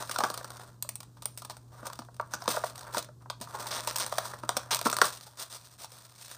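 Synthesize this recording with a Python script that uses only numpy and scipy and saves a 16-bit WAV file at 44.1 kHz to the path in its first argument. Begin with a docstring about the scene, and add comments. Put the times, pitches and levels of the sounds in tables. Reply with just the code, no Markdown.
"""The shell of a round plastic compartment case snaps and creaks as two hands turn, squeeze and tilt it.
Each snap is a chatter of contacts: the contacts excite damped shell modes (body) and noise puffs (tick).
Creaks are stick-slip click trains; small beads patter as random impacts, loose or in heaps; palms thud.
Faint single ticks come from small beads or weak contacts of the case.
A bedroom adds diffuse echoes, and a wavering mains hum with coloured room noise lies below."""
import sys
import numpy as np
from scipy import signal
from scipy.fft import rfft, irfft
from scipy.io import wavfile

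SR = 44100
rng = np.random.default_rng(int(sys.argv[2]) if len(sys.argv) > 2 else 0)


def log_audio(samples):
    """Write samples as a 16-bit WAV file to the path given in sys.argv[1]."""
    # one column per channel
    frames = np.atleast_2d(samples).T
    # limit to full scale, then quantise
    limited = np.clip(frames, -1, 1)
    pcm = np.round(limited * 32767).astype(np.int16)
    wavfile.write(sys.argv[1], SR, pcm)


N = 281049

# Hum, with the room noise tied to it, sinking after the loudest snap: (time [s], level [dB])
HUM_LEVEL = [(0, -54.5), (5.02, -54), (5.12, -57), (5.4, -62), (6.37, -62)]
# Spectral shape of the room noise: (frequency [Hz], level [dB])
ROOM_NOISE_SPECTRUM = [(25, -27), (50, 2), (90, 4.5), (160, 3), (300, -3), (640, -14), (1100, -16),
                       (2200, -36), (4000, -26), (8800, -25), (10500, -32.5), (16000, -29)]
# Lowest modes of the hand-damped case: (frequency [Hz], level [dB])
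THUD_MODES = [(170, -8), (235, 1.5), (320, 2.5)]
# Modes of the hand-damped shell: (frequency [Hz], level [dB])
BODY_MODES = [(400, -15), (510, -7), (600, -3.5), (650, -0.5), (730, -6), (920, 2), (990, 2.5), (1070, 1.5),
              (1220, 5), (1390, 3), (1520, 1), (1650, -3.5), (1860, -4.5), (2250, -15), (2650, -15)]
# Spectral shape of a dry tick of plastic on plastic: (frequency [Hz], level [dB])
TICK_SPECTRUM = [(1060, -19), (1800, -6), (2010, -10), (2470, -7.5), (3050, -8.5), (3540, -2), (5730, -2),
                 (6230, -3), (7230, -7.5), (8950, 1), (10800, -18), (12700, -8.5), (14900, -10),
                 (15800, 2.5), (16500, -56)]
# Dull thuds of the palms on the base: (time [s], click level [dB])
PALM_THUDS = [(0.095, -46.5), (0.186, -42), (0.206, -46), (0.233, -39), (0.302, -45.5), (1.828, -45.5),
              (1.99, -40), (2.34, -41), (2.48, -34.5), (2.967, -37), (3.409, -44), (4.435, -41.5),
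              (4.565, -40), (4.856, -27), (5.016, -39.5)]
# Faint single ticks, from small beads or weak contacts of the case: (time [s], click level [dB])
FAINT_TICKS = [(0.5693, -34.5), (0.62, -48), (0.64, -51), (1.956, -38.5), (2.0492, -45), (2.144, -44.5),
               (2.1657, -42.5), (2.2114, -39), (2.4394, -36), (2.698, -32), (2.757, -30.5), (2.7789, -32),
               (2.7923, -33), (2.8098, -32), (3.026, -29), (3.0458, -35.5), (3.2204, -52), (3.603, -31),
               (3.613, -32.5), (3.627, -30), (3.837, -34), (3.848, -34), (3.9455, -39), (4.8272, -31),
               (5.131, -30), (5.1738, -34), (5.21, -34), (5.2903, -47), (5.526, -29), (5.5613, -33.5),
               (5.612, -45), (5.6713, -41.5), (5.738, -43), (5.845, -29.5), (5.919, -34), (5.9854, -40),
               (6.021, -43), (6.0963, -44), (6.247, -35), (6.281, -35), (6.301, -39), (6.3142, -29),
               (6.348, -34)]
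# Heaps of beads sliding at once: (start [s], end [s], body level [dB], bright level [dB])
HEAP_SLIDES = [(0.0, 0.044, -41, -45), (1.722, 1.854, -55, -62), (1.854, 1.876, -40, -43),
               (2.312, 2.357, -52.5, -52.5), (2.483, 2.583, -41.5, -37), (2.641, 2.674, -62, -39),
               (2.93, 3.003, -44, -41), (3.21, 3.24, -61, -74), (4.2, 4.333, -47, -48),
               (4.848, 4.877, -42, -29), (5.016, 5.081, -35.5, -31), (5.378, 5.447, -50, -41.5),
               (5.457, 5.474, -56, -54), (5.504, 5.57, -55, -47), (5.789, 5.859, -54.5, -47),
               (5.92, 5.983, -59.5, -55), (6.177, 6.235, -60, -54), (6.302, 6.346, -59, -50)]
# Loose sliding beads: (time [s], body level [dB], bright patter level [dB])
BEAD_LEVELS = [(0.0, -65, -60.5), (0.2, -45, -44.5), (0.32, -50, -50.5), (0.64, -52.5, -55.5),
               (0.8, -74, -78), (1.12, -74, -76.5), (1.45, -73, -63), (1.65, -76, -76), (1.77, -65, -67),
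               (1.92, -55, -62), (2.08, -87, -77), (2.3, -61, -66), (2.55, -46.5, -48), (2.74, -54.5, -56),
               (2.9, -46, -56), (3.07, -103, -93), (3.35, -77, -79), (3.55, -44, -48.5),
               (4.15, -51.5, -46.5), (4.4, -54.5, -56.5), (4.55, -48, -51), (4.68, -54, -64),
               (4.9, -54, -62), (5.13, -49.5, -43.5), (5.22, -65.5, -57.5), (5.34, -62.5, -60),
               (5.6, -66.5, -60), (5.74, -67.5, -60.5), (6.03, -62, -56.5), (6.14, -66.5, -61.5),
               (6.22, -66, -50.5), (6.37, -59, -54)]
# Lid rubbing on its seat:
# (start [s], end [s], first slip rate [1/s], last slip rate [1/s], body click level [dB], bright click level [dB])
LID_CREAKS = [(3.708, 3.808, 376, 159, -49.5, -26.5), (3.878, 3.911, 250, 120, -50, -24.5),
              (4.002, 4.046, 270, 150, -46.5, -24), (4.708, 4.74, 415, 277, -43, -18)]
# Snaps and knocks of the shell:
# (time [s], body peak [dB], body pitch [Hz], tick peak [dB], decay time of the contacts [ms])
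SHELL_KNOCKS = [(0.023, -29, 570, -27, 3), (0.095, -26.5, 1270, -25.5, 3), (0.112, -27.5, 1070, -21.5, 6.8),
                (0.16, -19.5, 1400, -24, 3.7), (0.186, -19, 710, -17.5, 2.7), (0.205, -15, 1050, -24, 6.9),
                (0.237, -13.5, 1360, -20, 10.7), (0.301, -24, 1060, -22.5, 6.5),
                (0.341, -28.5, 1080, -22.5, 3.5), (0.376, -30, 1280, -24.5, 5.7),
                (0.411, -33.5, 576, -53, 1.4), (0.445, -31, 1290, -26, 3.7), (0.504, -35, 640, -29.5, 2.2),
                (0.596, -36, 1600, -39, 9.2), (0.825, -43, 1000, -15.5, 2.2), (0.847, -38.5, 593, -55, 2.1),
                (0.891, -36.5, 726, -16, 1.6), (0.956, -46, 1010, -20.5, 2.6), (1.004, -41, 690, -30, 2.5),
                (1.03, -45.5, 1060, -35.5, 6.5), (1.169, -45.5, 1010, -49, 14),
                (1.222, -40.5, 1050, -31.5, 10), (1.256, -35.5, 940, -14, 2.1),
                (1.375, -41.5, 1040, -26, 12), (1.42, -35.5, 1080, -31, 4.7),
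                (1.449, -37.5, 1040, -29.5, 5.9), (1.498, -30.5, 1050, -28, 12), (1.568, -42, 918, -34, 5),
                (1.83, -36.5, 630, -53, 5.7), (1.868, -31, 880, -22.5, 4.9), (1.9, -32.5, 1040, -35, 2),
                (1.931, -35.5, 1120, -30.5, 3.8), (1.99, -29, 1400, -31, 6.2), (2.019, -39, 980, -46, 6.4),
                (2.086, -41, 960, -65, 3.5), (2.198, -19, 970, -36.5, 1.4), (2.337, -20.5, 1360, -20, 7.2),
                (2.421, -30.5, 1000, -30.5, 2.6), (2.457, -31.5, 940, -36, 3.3),
                (2.478, -14, 510, -16, 2.3), (2.548, -26.5, 610, -48, 2.3), (2.569, -18.5, 616, -39, 1),
                (2.638, -17.5, 694, -33, 1.6), (2.946, -23.5, 905, -26, 2.3),
                (2.97, -20.5, 700, -21.5, 8.5), (2.98, -25, 610, -16.5, 7.6), (3.088, -39.5, 610, -49, 2.8),
                (3.258, -38, 920, -59, 3.9), (3.3, -23.5, 995, -23.5, 5.3),
                (3.413, -34.5, 614, -27.5, 20.6), (3.473, -34, 964, -50, 2.5), (3.546, -26, 960, -51, 9.3),
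                (3.661, -31.5, 950, -44, 2.4), (3.669, -34, 1240, -26, 3), (3.687, -44, 937, -31, 3),
                (3.874, -21.5, 930, -16.5, 2.9), (3.959, -28.5, 1020, -16, 4), (3.974, -31, 1030, -20, 6.1),
                (3.984, -31, 990, -17.5, 16), (3.999, -29, 994, -17, 7.4), (4.064, -30.5, 1420, -20, 4),
                (4.124, -19, 666, -25.5, 2.2), (4.183, -16.5, 670, -14.5, 3.3),
                (4.254, -31.5, 990, -28.5, 5.4), (4.336, -29.5, 950, -40, 1.5),
                (4.435, -26.5, 1100, -38, 4.8), (4.492, -14, 760, -8.5, 0.6), (4.568, -17.5, 760, -11, 3.8),
                (4.746, -27, 1110, -12, 4.1), (4.757, -28, 945, -19, 2.8), (4.768, -31, 1020, -21, 2.2),
                (4.791, -28.5, 1020, -20.5, 2.4), (4.814, -27, 716, -16, 1.5), (4.858, -18, 510, -23, 6),
                (4.866, -10.5, 1040, -28, 3.8), (4.899, -30, 1160, -20, 4.7), (4.914, -33, 1030, -21, 2.7),
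                (4.928, -18.5, 1260, -18.5, 9.1), (4.967, -24, 1240, -16, 3.3), (4.986, -20, 1040, -18, 3),
                (5.016, -5, 1430, -6.5, 3.8), (5.267, -42, 1040, -35, 9.7)]

RING_CYCLES = 24  # cycles until a mode has lost 60 dB
TICK_MS, FAINT_TICK_MS, SNAP_MS = 1.1, 2.9, 0.95  # decay times of the noise puffs
HUM_HZ, ROOM_NOISE_UNDER_HUM_DB = 120.3, -5.5
ROOM_T60_S, WALL_CUT_HZ, ROOM_DB = 0.21, 7800, -13.5
FAINT_BODY_DB = -25
SWISH_PER_S, SWISH_EDGE_S = 4000, 0.016  # typical impact rate, edge time
BEADS_PER_S, BEAD_SPREAD_DB = 900, 1.5  # typical impact rate, spread of sizes
CREAK_TOP_DB = -6  # rubbing is duller than a tick
# The more the tick stands above the body, the harder and brighter the contact
EVEN_TICK_HZ, TICK_OCTAVES_PER_DB = 5400, 1.07
EVEN_TOP_DB, TOP_DB_PER_DB = -3.5, 0.46
CASE_LOW_HZ = 120
MIC_TOP_HZ, CUTOFF_HZ = 15450, 16850


def from_db(db):
    """Logarithmic level: decibels become an amplitude gain."""
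    return 10 ** (np.asarray(db) / 20)


def rms_one(x):
    """Power normalization: scale to a mean square of one."""
    return x / np.sqrt(np.mean(x ** 2) + 1e-20)


def in_time(rows):
    """Linear interpolation: each level column of a table becomes one value per sample."""
    times, *columns = np.transpose(rows)
    return [np.interp(np.arange(N) / SR, times, column) for column in columns]


def drift(rate_hz):
    """Low-passed randomness: noise through two equal one-pole filters, scaled to spread 1."""
    r = np.exp(-2 * np.pi * rate_hz / SR)
    noise = rng.standard_normal(N + SR)
    settled = signal.lfilter([1], [1, -2 * r, r * r], noise)[SR:]
    return rms_one(settled)


def colour(x, spectrum, extra_db=0):
    """Spectral shaping: filter the last axis by (Hz, dB) rows, with further dB per bin."""
    hz, level_db = np.transpose(spectrum)
    size = x.shape[-1]
    bins = np.fft.rfftfreq(size, 1 / SR) + 1
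    gain = from_db(np.interp(np.log(bins), np.log(hz), level_db) + extra_db)
    return irfft(rfft(x) * gain, size)


def near(hz, centre_hz, octaves):
    """Resonant closeness: a bell curve in log frequency, one row per centre."""
    return np.exp(-(np.log2(hz / centre_hz[:, None]) / octaves) ** 2)


def ring(clicks, hz, t60):
    """Damped resonance: a unit click starts a decaying sine of height 1."""
    r = from_db(-60 / (t60 * SR))
    w = 2 * np.pi * hz / SR
    return signal.lfilter([0, np.sin(w)], [1, -2 * r * np.cos(w), r * r], clicks + 1e-18)


def strike(clicks, modes, scatter_db):
    """Modal excitation: each click lands on its own spot, giving each mode its own strength and sign."""
    out = np.zeros(N)
    for hz, level_db in modes:
        strength = from_db(level_db + scatter_db * rng.standard_normal(N))
        spot = strength * rng.choice([-1, 1], N)
        out += ring(clicks * spot, hz, RING_CYCLES / hz)
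    return out


def ticks(clicks, ms=TICK_MS):
    """High modal density: thin plastic answers a contact with a puff of noise that dies at once."""
    r = np.exp(-1000 / (ms * SR))
    return signal.lfilter([1], [1, -r], clicks) * rng.standard_normal(clicks.shape)


def clicks_at(rows):
    """Impulsive excitation: one single-sample click per (time, level) row."""
    times, level_db = np.transpose(rows)
    clicks = np.zeros(N)
    clicks[(times * SR).astype(int)] = from_db(level_db)
    return clicks


def patter(per_s, spread_db, body_gain, bright_gain):
    """Random impact process: beads hit the walls by chance, with long-tailed sizes."""
    born = rng.random(N) < per_s / SR
    size_db = spread_db * np.minimum(rng.exponential(1, N), 4)
    clicks = born * from_db(size_db)
    body = rms_one(strike(clicks, BODY_MODES, scatter_db=4.5))
    bright = rms_one(colour(ticks(clicks), TICK_SPECTRUM))
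    return body_gain * body + bright_gain * bright


def background():
    """Steady sources: a hum wavering in phase and level, over coloured noise."""
    hum_db, = in_time(HUM_LEVEL)
    phase = 2 * np.pi * HUM_HZ * np.arange(N) / SR + 0.3 * drift(14)
    hum = np.sqrt(2) * np.sin(phase) * from_db(1.0 * drift(4.9))
    noise = rms_one(colour(rng.standard_normal(N), ROOM_NOISE_SPECTRUM))
    return from_db(hum_db) * (hum + from_db(ROOM_NOISE_UNDER_HUM_DB) * noise)


def bedroom(x):
    """Diffuse reverberation: dense echoes as dying noise that starts 4 ms late, dulled by soft furnishings."""
    t = np.arange(SR // 2) / SR
    tail = rng.standard_normal(len(t)) * from_db(-60 * t / ROOM_T60_S) * (t > 0.004)
    tail = signal.sosfilt(signal.butter(1, WALL_CUT_HZ, fs=SR, output="sos"), tail)
    return signal.fftconvolve(x, tail / np.sqrt(np.sum(tail ** 2)))[:N]


def thuds():
    """Soft impact: the lowest modes ring, smoothed as by a push that lacks a sharp edge."""
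    modes = strike(clicks_at(PALM_THUDS), THUD_MODES, scatter_db=2.5)
    return signal.lfilter([0.04], [1, -0.96], modes)


def faint_ticks():
    """Weak single contact: one noise puff, with a little of the case ringing after it."""
    clicks = clicks_at(FAINT_TICKS)
    tick = colour(ticks(clicks, FAINT_TICK_MS), TICK_SPECTRUM)
    return tick + from_db(FAINT_BODY_DB) * strike(clicks, BODY_MODES, scatter_db=6.0)


def swishes():
    """Granular flow: a heap sets off quickly and trickles out as a dense run of impacts."""
    body, bright, t = np.zeros(N), np.zeros(N), np.arange(N) / SR
    half_edge = SWISH_EDGE_S / 2
    for start, end, body_db, bright_db in HEAP_SLIDES:
        corners = [start - half_edge, start + half_edge, end - SWISH_EDGE_S, end + SWISH_EDGE_S]
        moving = np.interp(t, corners, [0, 1, 1, 0])
        body += moving * from_db(body_db)
        bright += moving * from_db(bright_db)
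    return patter(SWISH_PER_S * from_db(3.0 * drift(60)), 3.8, body, bright)


def beads():
    """Clustered random impacts: loose beads roll in clumps as the impact rate drifts."""
    body_db, bright_db = in_time(BEAD_LEVELS)
    rate = BEADS_PER_S * from_db(3.4 * drift(25))
    return patter(rate, BEAD_SPREAD_DB, from_db(body_db), from_db(bright_db))


def creaks():
    """Stick-slip friction: the lid releases in uneven clicks whose rate glides."""
    body, bright, t = np.zeros(N), np.zeros(N), np.arange(N) / SR
    wobble = from_db(0.8 * drift(80))
    for start, end, first, last, body_db, bright_db in LID_CREAKS:
        rubbing = (t >= start) * (t < end)
        rate = np.interp(t, [start, end], [first, last]) * wobble * rubbing
        slips = np.diff(np.ceil(np.cumsum(rate) / SR), prepend=0)  # one click per cycle of the rate
        slips = slips * from_db(1.5 * rng.standard_normal(N))
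        body += slips * from_db(body_db)
        bright += slips * from_db(bright_db)
    # Slips shake much the same spot, so one puff repeats beside the fresh ones
    puff = ticks(1.0 * (np.arange(400) == 0))
    puffs = np.convolve(bright, puff)[:N] + 1.35 * ticks(bright)
    dull_db = CREAK_TOP_DB * np.interp(np.fft.rfftfreq(N, 1 / SR), [5000, 10000], [0, 1])
    return strike(body, BODY_MODES, scatter_db=5.0) + colour(puffs, TICK_SPECTRUM, dull_db)


def contact_chatter(contact_ms, size, lead):
    """Repeated contact: random touches die away after a first, loudest one at sample lead."""
    t = np.arange(size) / SR
    luck = rng.random((len(contact_ms), size))
    decay_s = np.clip(contact_ms, 0.2, 30)[:, None] / 1000
    chatter = (luck < 0.04) * (luck / 0.04) * np.exp(-t / decay_s)
    chatter[:, 0] = 1.37
    return np.roll(chatter, lead, axis=1)


def shell_body(chatter, body_hz, lead):
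    """Modal superposition: contacts ring the shell modes, favouring the pitch of the spot that is hit."""
    size = chatter.shape[1]
    t = np.arange(size) / SR
    # A random sign for each contact keeps the body sound even across pitch
    signed = chatter * rng.choice([-1, 1], chatter.shape)
    signed[:, lead] *= 1.4  # the first contact is loudest, so the body starts clearly
    hz, level_db = np.transpose(BODY_MODES)
    scatter, sign, detune = rng.standard_normal((3, len(body_hz), len(hz)))
    gripped_hz = hz * (1 + 0.031 * detune)  # the grip bends the shell and detunes it
    swell = from_db(-60 * t * hz[:, None] / RING_CYCLES) * (1 - np.exp(-t / 0.0009))
    rings = np.sin(2 * np.pi * gripped_hz[..., None] * t) * swell
    share = from_db(level_db + 7.0 * near(hz, body_hz, 0.21) + 1.8 * scatter) * np.sign(sign)
    response = np.sum(share[..., None] * rings, axis=1)
    return irfft(rfft(response, 2 * size) * rfft(signed, 2 * size))[:, :size]


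def shell_tick(chatter, hardness_db):
    """Contact stiffness: a harder contact shifts the favoured band up and lifts the treble."""
    bins = np.fft.rfftfreq(chatter.shape[1], 1 / SR) + 1
    # Beyond a few dB of hardness upward the favoured band leaves the audible range
    octaves = TICK_OCTAVES_PER_DB * hardness_db + 0.75 * rng.standard_normal(len(hardness_db))
    tick_hz = EVEN_TICK_HZ * 2 ** octaves
    top_db = EVEN_TOP_DB + TOP_DB_PER_DB * hardness_db
    treble = np.interp(bins, [5000, 9000], [0, 1])
    lean_db = 6.5 * near(bins, tick_hz, 0.39) + top_db[:, None] * treble
    return colour(ticks(chatter, SNAP_MS), TICK_SPECTRUM, lean_db)


def knocks():
    """Impact radiation: one dying chatter of contacts drives both body and tick, each set to its peak."""
    times, body_db, body_hz, tick_db, contact_ms = np.transpose(SHELL_KNOCKS)
    size, lead = 2560, 512  # samples per knock, samples before its first contact
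    chatter = contact_chatter(contact_ms, size, lead)
    body = shell_body(chatter, body_hz, lead)
    tick = shell_tick(chatter, np.clip(tick_db - body_db, -15, 30))
    body *= (from_db(body_db) / np.abs(body).max(axis=1))[:, None]
    tick *= (from_db(tick_db) / np.abs(tick).max(axis=1))[:, None]
    out = np.zeros(N + size)
    for start, sound in zip((times * SR).astype(int) - lead, body + tick):
        out[start:start + size] += sound
    return out[:N]


def scene():
    """Superposition: the case, too small to radiate deep bass, in its room over the background."""
    case = thuds() + faint_ticks() + swishes() + beads() + creaks() + knocks()
    case = signal.sosfilt(signal.butter(3, CASE_LOW_HZ, "high", fs=SR, output="sos"), case)
    return (background() + from_db(ROOM_DB) * bedroom(case) + case)[None]


def record(dry):
    """Band limitation: the microphone drops away at the top, then the band is cut."""
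    heard = signal.sosfilt(signal.ellip(8, 0.5, 26, MIC_TOP_HZ, fs=SR, output="sos"), dry)
    return signal.sosfilt(signal.cheby2(14, 90, CUTOFF_HZ, fs=SR, output="sos"), heard)


dry = scene()
out = record(dry)
log_audio(out)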